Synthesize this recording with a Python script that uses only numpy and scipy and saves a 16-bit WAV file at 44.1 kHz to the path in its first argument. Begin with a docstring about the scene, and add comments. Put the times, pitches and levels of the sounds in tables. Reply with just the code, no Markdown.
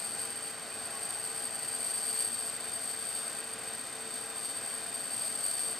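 """A steady rush with a high, fluttering whine on top: a gas turbine some way off on an open airfield.
The exhaust makes the rush; the shaft, a gear, a fan and pumps add thin hums. Two faint squeaks pass.
The whine is a blade tone with a weaker tone on each side. It crosses hot, swirling air, which smears
all three into narrow hisses that swell and flutter together. The compressor's broad hiss swells too.
A deep gap is cut out of that hiss between about 10 and 11.5 kHz."""
import sys
import numpy as np
from scipy.fft import rfft, irfft, next_fast_len
from scipy.io import wavfile
from scipy.ndimage import uniform_filter1d, map_coordinates

SR = 44100
rng = np.random.default_rng(int(sys.argv[2]) if len(sys.argv) > 2 else 0)


def output_pcm(signal):
    """Save a mono or channel-first signal as 16-bit PCM at the path in sys.argv[1].

    Samples are clipped to [-1, 1] before scaling.
    """
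    pcm = np.clip(np.atleast_2d(signal).T, -1, 1) * 32767
    wavfile.write(sys.argv[1], SR, np.round(pcm).astype(np.int16))


N = 255573
TIME = np.arange(N) / SR


def amp(db):
    """Turn decibels into a gain."""
    return 10 ** (np.asarray(db) / 20)


def unit(x):
    """Scale a signal to an average power of 1."""
    return x / np.sqrt(np.mean(np.abs(x) ** 2) + 1e-20)


def along(points, hz):
    """Read between (f/Hz, value) points on a log frequency axis."""
    f, values = np.transpose(points)
    return np.interp(np.log(hz + 1), np.log(f + 1), values)


def curve(points):
    """Join (t/s, value) points with straight lines."""
    return np.interp(TIME, *np.transpose(points))


def wobble(rate):
    """A smooth random curve through `rate` points a second."""
    points = rng.standard_normal(int(N * rate / SR) + 4)
    return unit(map_coordinates(points, [TIME * rate]))


def filtered(x, response):
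    """Give each frequency in x the gain response(hz)."""
    size = next_fast_len(N + SR // 4)
    return irfft(rfft(x, size) * response(np.fft.rfftfreq(size, 1 / SR)), size)[..., :N]


def split(difference):
    """Give each ear half of a left-right difference."""
    return difference * np.array([[1], [-1]]) / 2


def stereo_noise(gain, width):
    """Shaped noise: the ears share a middle part and get a side part with opposite signs."""
    white = rng.standard_normal((2, N))
    mid, side = filtered(white, lambda hz: gain(hz) * amp([np.zeros_like(hz), along(width, hz)]))
    return np.array([mid + side, mid - side]) / np.std(mid)


def tone(hz, fade, drift, apart):
    """A tone in moving air: strength (fade) and phase (drift) wander, unevenly by ear (apart)."""
    phase = 2 * np.pi * hz * TIME + drift * (wobble(4) + 0.33 * wobble(22))
    strength = 1 + fade * np.tanh(wobble(21.09))
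    return unit(strength * np.sin(phase + split(apart * wobble(12))))


# far squeaks: start t/s, length/s, first f/Hz, last f/Hz, level/dB
SQUEAKS = [(0.918, 0.084, 1097, 1104, -52.5), (1.135, 0.1, 870, 808, -57)]

def squeaks():
    """Each faint squeak is one sliding tone that swells and fades."""
    out = np.zeros(N)
    for start, length, from_hz, to_hz, db in SQUEAKS:
        progress = np.clip((TIME - start) / length, 0, 1)
        phase = 2 * np.pi * np.cumsum(from_hz + (to_hz - from_hz) * progress) / SR
        out += amp(db) * np.sin(np.pi * progress) * unit(np.sin(phase))
    return out


# how loud the lower pump tone is: t/s, level/dB
PUMP_LEVEL = [(0.0, -60.5), (2.6, -60), (3.6, -65), (5.8, -64)]

def pumps():
    """The pumps sing one thin tone with a fainter whistle above it."""
    lower = amp(curve(PUMP_LEVEL)) * tone(hz=4527.5, fade=0.35, drift=0.16, apart=0.31)
    whistle = amp(-68) * tone(hz=7362, fade=0.34, drift=0.62, apart=0.27)
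    return lower + whistle


# how loud the fan is: t/s, level/dB
FAN_LEVEL = [(0.0, -63), (0.12, -61), (0.25, -53), (0.38, -60), (0.8, -56.5), (0.95, -59), (1.04, -53),
             (1.11, -64), (1.35, -54.5), (1.61, -63), (1.73, -54), (1.97, -60), (2.22, -52.5), (2.36, -63),
             (2.46, -55), (2.58, -63), (2.69, -55), (2.8, -64), (2.99, -55.5), (3.33, -66), (3.41, -53),
             (3.68, -56.5), (3.86, -64), (3.95, -54.7), (4.3, -55.3), (4.47, -61.5), (4.98, -56.5),
             (5.14, -68), (5.33, -57), (5.6, -64), (5.68, -54.5), (5.8, -58)]

def cooling_fan():
    """The fan's hum comes and goes."""
    return amp(curve(FAN_LEVEL)) * tone(hz=449, fade=0.15, drift=0.9, apart=0.14)


SHAFT_HZ = 404.17
# how loud the gear is: t/s, level/dB
GEAR_LEVEL = [(0.0, -64), (0.2, -67), (0.7, -67), (0.86, -61.7), (0.98, -66), (1.31, -63.5), (1.65, -67.5),
              (1.86, -62.5), (2.0, -69), (2.23, -60.5), (2.53, -62), (2.67, -57.2), (2.86, -64.5),
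              (3.14, -56.7), (3.4, -60.3), (3.5, -59), (3.8, -61), (3.92, -58.8), (4.4, -59.5), (4.53, -58),
              (4.76, -61.5), (4.88, -57), (5.05, -61.7), (5.45, -62.5), (5.7, -59)]

def gear():
    """A gear sings at nine times the shaft speed and comes forward halfway through."""
    return amp(curve(GEAR_LEVEL)) * tone(9 * SHAFT_HZ, fade=0.24, drift=0.43, apart=0.5)


# how loud the shaft's drone is: t/s, level/dB
DRONE_LEVEL = [(0.0, -59.3), (0.5, -59.7), (0.62, -63), (1.0, -58.5), (1.55, -58.7), (2.33, -59.5),
               (2.47, -64), (2.84, -58.5), (2.98, -63), (3.29, -59.5), (3.9, -65), (4.27, -60.5),
               (5.04, -64), (5.8, -60.5)]
# its higher tones: multiple of the shaft speed, level/dB
OVERTONES = [(3, -64.5), (4, -65.5), (6, -70.5), (10, -74), (11, -66.5), (16, -75)]

def shaft():
    """The spinning shaft drones at twice its speed, with weaker tones at higher multiples."""
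    drone = amp(curve(DRONE_LEVEL)) * tone(2 * SHAFT_HZ, fade=0.25, drift=0.4, apart=0.03)
    return drone + sum(amp(db) * tone(multiple * SHAFT_HZ, fade=0.46, drift=0.4, apart=0.03)
                       for multiple, db in OVERTONES)


# the rush from low to high: f/Hz, relative level/dB
EXHAUST_COLOUR = [(25, -15), (60, -15), (105, -1.5), (180, -4.5), (500, 0.44), (780, 2), (900, -3.5),
                  (1050, -1), (1260, -1.5), (1580, 1.25), (1780, -2.5), (2300, -4.5), (2850, -7.5),
                  (3500, -9), (3900, -7), (8500, -16.5), (10500, -65)]
# where the duct rings: f/Hz, width/Hz, boost/dB
DUCT_RINGS = [(237, 80, 6.5), (682, 74, 5), (1025, 60, 2.5), (1125, 70, 2), (1330, 70, 2.5),
              (1520, 180, 1.7), (1880, 65, 3.5), (1977, 140, 3.5), (2476, 115, 6.5), (2650, 90, 3.5),
              (3054, 106, 5.5), (3174, 82, 5.5)]
# how wide the rush sounds: f/Hz, side minus middle/dB
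EXHAUST_WIDTH = [(30, -6), (80, -10.5), (160, -13.5), (320, -18.5), (680, -12), (1100, -16), (1350, -30),
                 (1750, -29), (2200, -16), (2700, -9.5), (3800, -8), (9000, -8)]
# slow throb of its loudest band: t/s, relative level/dB
THROB_LEVEL = [(0.0, -1), (0.53, -1.3), (0.74, 2.8), (1.14, 0.4), (2.21, 0.2), (2.65, -2), (2.82, 2.2),
               (3.0, -0.8), (3.25, -1.2), (3.62, 0.6), (4.25, -2.8), (4.43, 1.6), (4.82, -1), (4.92, 3),
               (5.04, -0.5), (5.6, 3), (5.8, 3)]
# its lean to the left: f/Hz, left minus right/dB
EXHAUST_LEFT = [(300, 0.6), (700, 1.1), (1200, 0.1)]

def exhaust():
    """The jet makes broad noise, boosted where the duct rings and throbbing near 690 Hz."""
    def colour(hz):
        boost_db = sum(db / (1 + (2 * (hz - centre) / width) ** 2) for centre, width, db in DUCT_RINGS)
        return amp(along(EXHAUST_COLOUR, hz) + boost_db)

    rush = stereo_noise(colour, EXHAUST_WIDTH)
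    # the middle pitches waver in the breeze
    middle = filtered(rush, lambda hz: np.exp(-np.log((hz + 1) / 1700) ** 2))
    rush = rush + middle * (amp(0.45 * wobble(9)) - 1)
    loudest_band = filtered(rush, lambda hz: np.exp(-((hz - 690) / 70) ** 2))
    throb = unit(amp(curve(THROB_LEVEL) + wobble(18)))
    rush = rush + loudest_band * (throb - 1)
    return amp(-46) * filtered(rush, lambda hz: amp(split(along(EXHAUST_LEFT, hz))))


# how well the air carries the whine: t/s, relative level/dB
CARRY_LEVEL = [(0.0, -36.3), (0.08, -38.8), (0.23, -37), (0.37, -40.6), (0.47, -38.8), (0.59, -45),
               (0.7, -43.3), (0.82, -39.8), (0.96, -41.1), (1.02, -37.6), (1.35, -39.3), (1.45, -37.3),
               (1.55, -39.6), (1.92, -34), (2.04, -34.9), (2.21, -32.1), (2.31, -35.8), (2.51, -37.2),
               (2.59, -41.5), (2.74, -37.1), (2.98, -38.3), (3.25, -37), (3.45, -42.3), (3.74, -40.2),
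               (3.92, -43.4), (4.02, -43.4), (4.18, -38.4), (4.29, -41.9), (4.47, -37.5), (4.86, -40.1),
               (5.08, -38.3), (5.18, -35), (5.28, -34.5), (5.36, -37.3), (5.45, -33.2), (5.7, -35.6),
               (5.79, -41.5)]

def breeze():
    """The breeze makes slow swells with small, quick gusts on top, in dB."""
    return curve(CARRY_LEVEL) + 0.5 * wobble(30)


# eddies, small swirls of air: middle t/s, length/s, level change/dB
EDDIES = [(1.053, 0.03, 3), (1.078, 0.028, -6), (1.107, 0.012, 4), (1.25, 0.035, 3), (1.61, 0.033, -3),
          (1.643, 0.025, 2.5), (1.667, 0.015, -4), (1.687, 0.022, 3.5), (1.783, 0.027, 2.2),
          (2.92, 0.037, 2.5), (2.96, 0.045, -3.8), (3.105, 0.03, 3.5), (3.41, 0.035, 2.4),
          (3.533, 0.024, 3), (3.573, 0.05, -3.6), (4.54, 0.033, -6), (4.737, 0.04, 2), (4.954, 0.04, 2.4),
          (5.457, 0.013, 0)]

def eddies():
    """Each eddy focuses the whine or bends it away: one smooth bump or dip, in dB."""
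    return sum(db * np.exp(-(2 * (TIME - middle) / length) ** 2) for middle, length, db in EDDIES)


# the hiss from low to high, with a deep gap cut out between about 10 and 11.5 kHz:
# f/Hz, relative level/dB
HISS_WITH_GAP = [(1500, -33), (3000, 4.5), (3900, -1), (4250, 3.5), (4500, 9), (4700, 4), (4850, 6.5),
                 (5500, -1), (6750, -0.5), (7200, 5.5), (7600, 5.5), (8300, 6), (8850, 17.5), (9250, 0.5),
                 (9600, 2.5), (10200, -39), (11300, -64), (11900, 0)]

def compressor_hiss(carry_db):
    """Broad compressor hiss swells with the whine in the same air; a gap is cut out of its treble."""
    width = [(4500, -9.5), (7500, -6.5), (9200, -2), (12000, -4.5)]  # f/Hz, side minus middle/dB
    noise = stereo_noise(lambda hz: amp(along(HISS_WITH_GAP, hz)), width)
    swell_db = 0.85 * (carry_db - np.mean(carry_db))
    flutter_db = 1.4 * wobble(150)
    return amp(-47 + swell_db + flutter_db + split(0.71)) * noise


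def scattered(half_width_hz, reach_hz, edge_likeness):
    """Eddies smear a tone into a noise band; its edges come from wider angles, so the ears differ."""
    offset_hz = np.fft.fftfreq(next_fast_len(N), 1 / SR)
    band = np.exp(-(offset_hz / reach_hz) ** 2) / np.hypot(1, offset_hz / half_width_hz)
    alike = np.clip(edge_likeness + (1 - edge_likeness) / (1 + (offset_hz / 330) ** 2), 0, 1)
    shape = (2, len(offset_hz))
    noise = rng.standard_normal(shape) + 1j * rng.standard_normal(shape)
    mid, side = np.fft.ifft(noise * band * np.sqrt([1 + alike, 1 - alike]))[:, :N]
    return unit(np.array([mid + side, mid - side]))


# calmer air lets more clean tone through: t/s, clean level over smeared level/dB
CLEAN_LEVEL = [(0.1, -9), (0.45, -3), (0.66, -18), (1.05, -6), (1.3, -15), (1.45, -7), (2.05, -10),
               (2.24, -3.5), (2.65, -9), (3.0, -11), (3.25, -6), (3.55, -14), (4.0, -18), (4.45, -6),
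               (4.85, -10), (5.24, 0.5), (5.35, -12), (5.45, -1.5), (5.7, -2), (5.8, -12)]

def hot_air():
    """Swirling air changes a tone's strength and phase; one complex gain per ear holds both."""
    clean = amp(curve(CLEAN_LEVEL) + 3 * wobble(20)) * np.exp(1j * (0.8 * wobble(6) + 0.55 * wobble(45)))
    # large eddies bend the pitch, small ones scatter it
    bend_hz = 50 * wobble(40)
    wavering = amp(-2) * np.exp(2j * np.pi * np.cumsum(bend_hz) / SR)
    path = clean + unit(wavering + scattered(half_width_hz=130, reach_hz=870, edge_likeness=0.064))
    # eddies stir phase more than strength, so the peaks are rounded off
    path = path / np.sqrt(1 + 0.11 * np.mean(np.abs(path) ** 2, axis=0))
    # they also bend the sound away for moments
    path = path * (1 + 0.4 * np.tanh(0.35 * wobble(60) + 0.55 * wobble(130) + 0.95 * wobble(320)))
    # scattering only moves energy about, so power holds steady over a tenth of a second
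    power = np.mean(np.abs(path) ** 2, axis=0)
    return path / np.sqrt(np.abs(uniform_filter1d(power, size=SR // 10)))


BLADE_HZ, SIDEBAND_HZ = 8487.6, 3894  # the blade tone, and the step to each side tone
# the three tones: f/Hz, relative level/dB, extra left minus right/dB
BLADE_TONES = [(BLADE_HZ - SIDEBAND_HZ, -13, -0.38), (BLADE_HZ, 0, 0), (BLADE_HZ + SIDEBAND_HZ, -17, -0.44)]
# the whine sways a little on the left: t/s, left minus right/dB
WHINE_LEFT = [(0.0, 3), (0.35, 1.5), (1.1, 2), (1.4, 2.5), (3.1, 3.2), (3.6, 2), (4.4, 3.5), (5.3, 3),
              (5.8, 3.4)]

def blade_whine(carry_db):
    """The blades' three tones cross the same hot air, so they flutter together."""
    path = hot_air() * np.exp(1j * split(0.6))  # the turbine stands to the left, so that ear leads
    left_db = curve(WHINE_LEFT)
    tones = np.zeros((2, N))
    for hz, db, extra_left_db in BLADE_TONES:
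        smeared = np.real(path * np.exp(2j * np.pi * hz * TIME))
        tones += amp(db + split(left_db + extra_left_db)) * smeared
    return amp(carry_db + 2.5) * tones


def scene():
    """The turbine runs at steady speed; one breeze carries both whine and hiss."""
    carry_db, eddy_db = breeze(), eddies()
    rush = exhaust()
    hums = shaft() + gear() + cooling_fan() + pumps()
    whine = blade_whine(carry_db + eddy_db)
    hiss = compressor_hiss(carry_db + 0.35 * eddy_db)  # broad hiss feels the eddies less
    return squeaks() + hums + rush + hiss + whine


def record(dry):
    """Cut away the highest treble, from 13150 Hz up."""
    return filtered(dry, lambda hz: hz < 13150)


dry = scene()
out = record(dry)
output_pcm(out)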